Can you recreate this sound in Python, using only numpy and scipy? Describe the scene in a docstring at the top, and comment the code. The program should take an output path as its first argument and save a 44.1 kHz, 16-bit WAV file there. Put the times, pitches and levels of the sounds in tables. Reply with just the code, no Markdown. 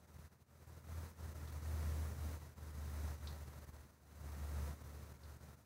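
"""Steady rain on a quiet street, heard from behind a window.
From the start, a wash of far drops and a finer near patter lie over a low drone of wind at the frame.
The level swells unevenly, with brief dips, to peaks near 2 s and 3 s, sinks at 4 s, swells, then fades.
Along the way fat drops tick close by: at 1.5 s, loudest at 3.3 s, last at 5.2 s."""
import sys
import numpy as np
from scipy import signal
from scipy.fft import rfft, irfft
from scipy.io import wavfile
from scipy.ndimage import uniform_filter1d

SR = 44100
rng = np.random.default_rng(int(sys.argv[2]) if len(sys.argv) > 2 else 0)


def pcm_store(signal):
    """Save signal as 16-bit PCM."""
    levels = np.round(np.clip(np.atleast_2d(signal), -1, 1) * 32767)
    wavfile.write(sys.argv[1], SR, levels.astype(np.int16).T)


N = 249165
USUAL_HISS_DB = -69.5  # reference for flutter and drone


def from_db(db):
    """Decibels to gain."""
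    return 10 ** (np.asarray(db) / 20)


def rms_one(x):
    """Scale to rms 1."""
    return x / np.sqrt(np.mean(x ** 2) + 1e-20)


def level_db(x, window_s):
    """Running rms level."""
    power = uniform_filter1d(x ** 2, round(window_s * SR))
    return 10 * np.log10(np.maximum(power, 1e-14))


def curve(rows):
    """Interpolate (seconds, value) rows at every sample."""
    times_s, values = np.transpose(rows)
    return np.interp(np.arange(N) / SR, times_s, values)


def band(x, low_hz, high_hz):
    """Gentle band-pass."""
    return signal.sosfilt(signal.butter(2, [low_hz, high_hz], "band", fs=SR, output="sos"), x)


def drift(rate_hz):
    """Smooth random wander, rms about 1."""
    hop, settle = 40, 2000
    pole = np.exp(-2 * np.pi * rate_hz * hop / SR)
    noise = rng.standard_normal(N // hop + settle + 2)
    slow = signal.lfilter([1], [1, -2 * pole, pole * pole], noise)[settle:]
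    return np.interp(np.arange(N) / hop, np.arange(len(slow)), rms_one(slow))


def hiss_level_db():
    """Level of the rain's hiss: slow swell, brief bell-shaped dips, random flutter."""
    # Slow swell and sinking of the hiss level. Each row: time in seconds, level in dB.
    swell = [(0.0, -79), (0.22, -72.5), (0.48, -80.5), (0.64, -75.5), (0.99, -66.5), (1.43, -67.5),
             (1.83, -62.5), (2.35, -64), (2.52, -74), (2.64, -69), (3.06, -63.5), (3.8, -72.5),
             (3.99, -81.0), (4.25, -68.2), (4.68, -63), (4.76, -69.0), (5.53, -72.1), (5.65, -80.3)]
    # Brief drops in level. Each row: centre in seconds, depth in dB, half-length in seconds.
    dips = [(0.067, 6, 0.0078), (0.303, 8.5, 0.025), (0.376, 9, 0.02), (0.457, 8.5, 0.026),
            (0.83, 6.5, 0.032), (1.148, 10, 0.045), (1.339, 5.5, 0.0087), (1.515, 4, 0.0061),
            (1.603, 4, 0.025), (2.157, 3, 0.059), (2.393, 5.5, 0.021), (2.553, 6.5, 0.017),
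            (2.726, 4, .016), (3.188, 6, 0.042), (3.46, 2.5, .015), (3.519, 2.5, 0.014),
            (3.66, 3.5, 0.0082), (3.722, 3.5, 0.017), (4.777, 4, .02), (4.831, 3.5, .011),
            (5.133, 5.5, 0.0061), (5.19, 6.2, 0.039), (5.39, 6, 0.02), (5.561, 5.5, 0.017)]
    t = np.arange(N) / SR
    swell_db = curve(swell)
    dips_db = sum(depth_db * np.exp(-((t - centre_s) / half_s) ** 2) for centre_s, depth_db, half_s in dips)
    flutter_db = np.clip(0.63 + 0.08 * (USUAL_HISS_DB - swell_db), 0, 0.8)  # deeper when quiet
    flutter = rms_one(band(rng.standard_normal(N), low_hz=11.2, high_hz=25.7))
    return swell_db - dips_db + flutter_db * flutter


def drone_level_db(hiss_db, above_db, db_per_db, lead_s, trend_s):
    """The drone swings further than the hiss and runs ahead of each rise and fall."""
    trend_db = uniform_filter1d(hiss_db, round(trend_s * SR), mode="nearest")
    ahead_db = hiss_db + lead_s * np.gradient(trend_db) * SR
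    return USUAL_HISS_DB + above_db + db_per_db * (ahead_db - USUAL_HISS_DB)


def wind_drone(waver_hz, waver_db):
    """Air across the window frame sounds one low note, unsteady in pitch and strength."""
    # Drone pitch. Each row: time in seconds, pitch in Hz.
    drone_pitch = [(0.0, 77.1), (1.12, 81.6), (1.4, 77.3), (2.63, 77.8), (2.72, 75.2), (4.45, 73.2),
                   (5.65, 74.7)]
    pitch_hz = curve(drone_pitch) + waver_hz * drift(rate_hz=12.3)
    strength = from_db(waver_db * drift(rate_hz=13))
    phase = 2 * np.pi * np.cumsum(pitch_hz) / SR
    return np.sqrt(2) * np.sin(phase) * strength


def fat_drops(ring_q, tick_t60_s, tail_t60_s, tail_db):
    """Each close drop is a sharp tick, then a short spray in the same band."""
    # Drops by the window. Each row: start in seconds, tick level in dB, ring in Hz.
    drops = [(1.475, -66.5, 3500), (3.273, -53, 4060), (5.234, -66, 4170)]
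    out = np.zeros(N)
    for start_s, tick_db, ring_hz in drops:
        start = round(start_s * SR)
        age_s = np.arange(N - start) / SR
        fade = from_db(-60 * age_s / tick_t60_s) + from_db(tail_db - 60 * age_s / tail_t60_s)
        spray = band(rng.standard_normal(N), 3100, 6000)
        ringing = rms_one(signal.lfilter(*signal.iirpeak(ring_hz, ring_q, fs=SR), spray))
        out[start:] += from_db(tick_db) * ringing[start:] * fade
    return out


def wash_colour(x):
    """Give a flat sound the colour of rain and room; its 5-15 kHz hiss has rms 1."""
    # Spectrum of the rain and the air behind it. Each row: frequency in Hz, relative level in dB.
    spectrum = [(20, -22), (40, -16.5), (60, -8), (100, 7.5), (135, 6), (200, 0), (350, -6), (600, -7),
                (820, -12), (1300, -12.5), (1900, -15.5), (2400, -20), (3200, -25.5), (15500, -23)]
    # Low room modes and higher resonances. 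Each row: centre in Hz, width in Hz, lift in dB.
    resonances = [(56, 8.6, 15), (122, 5, 5), (141.2, 5.4, 3.5), (174.5, 6.1, 2), (210.4, 11, 3.5),
                  (990, 210, 3.5), (1330, 115, 3), (1885, 220, 1.5), (3990, 780, 4), (5030, 700, 2),
                  (5870, 110, 1), (6160, 660, 4.5), (7670, 5700, 1.86)]
    hz = np.maximum(np.arange(N // 2 + 1) * SR / N, 1)
    points_hz, points_db = np.transpose(spectrum)
    colour_db = np.interp(np.log(hz), np.log(points_hz), points_db)
    for centre_hz, width_hz, lift_db in resonances:
        colour_db += lift_db / (1 + (2 * (hz - centre_hz) / width_hz) ** 2)
    coloured = irfft(rfft(x) * from_db(colour_db), N)
    return coloured / np.std(band(coloured, 5000, 15000))


def splashes(per_s, spread_db):
    """Drops land at random: many small, a few large."""
    sizes = from_db(spread_db * np.minimum(rng.exponential(1, N), 4))
    signs = rng.choice([-1, 1], N)
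    lands = rng.random(N) < per_s / SR
    return rms_one(sizes * signs * lands)


def rain(patter_db):
    """Countless far drops merge to a smooth wash; nearer ones patter in the middle range."""
    far = rng.standard_normal(N)
    near = band(splashes(per_s=900, spread_db=4.0), 300, 5000)
    return wash_colour(far + from_db(patter_db) * near)


def scene():
    """One level moves drone and rain together; the fat drops tick on top."""
    hiss_db = hiss_level_db()
    drone_db = drone_level_db(hiss_db, above_db=16, db_per_db=1.71, lead_s=0.023, trend_s=0.16)
    drone = from_db(drone_db) * wind_drone(waver_hz=0.47, waver_db=1.13)
    wash = from_db(hiss_db) * rain(patter_db=-7.5)
    ticks = fat_drops(ring_q=4.545, tick_t60_s=0.03, tail_t60_s=0.31, tail_db=-7.5)
    return (drone + wash + ticks)[None]


def expander(x, db_per_db, knee_db, fast_s, slow_s):
    """Below the knee the gain follows the momentary level, so lumps of rumble make the hiss flutter."""
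    slow_db = level_db(x, slow_s)
    quiet = np.clip((knee_db - slow_db) / 10, 0, 1)
    swing_db = np.clip(level_db(x, fast_s) - slow_db, -6, 6)
    return x * from_db(db_per_db * quiet * swing_db)


def record(dry):
    """A soft expander works on the quiet passages; the deepest bass and the top are cut."""
    low_cut_hz, high_cut_hz = 38, 15720
    high_pass = signal.butter(3, low_cut_hz, "high", fs=SR, output="sos")
    low_pass = signal.ellip(12, 0.1, 70, high_cut_hz, fs=SR, output="sos")
    expanded = expander(dry, db_per_db=0.4, knee_db=-36.5, fast_s=0.0126, slow_s=0.036)
    return signal.sosfilt(low_pass, signal.sosfilt(high_pass, expanded))


dry = scene()
out = record(dry)
pcm_store(out)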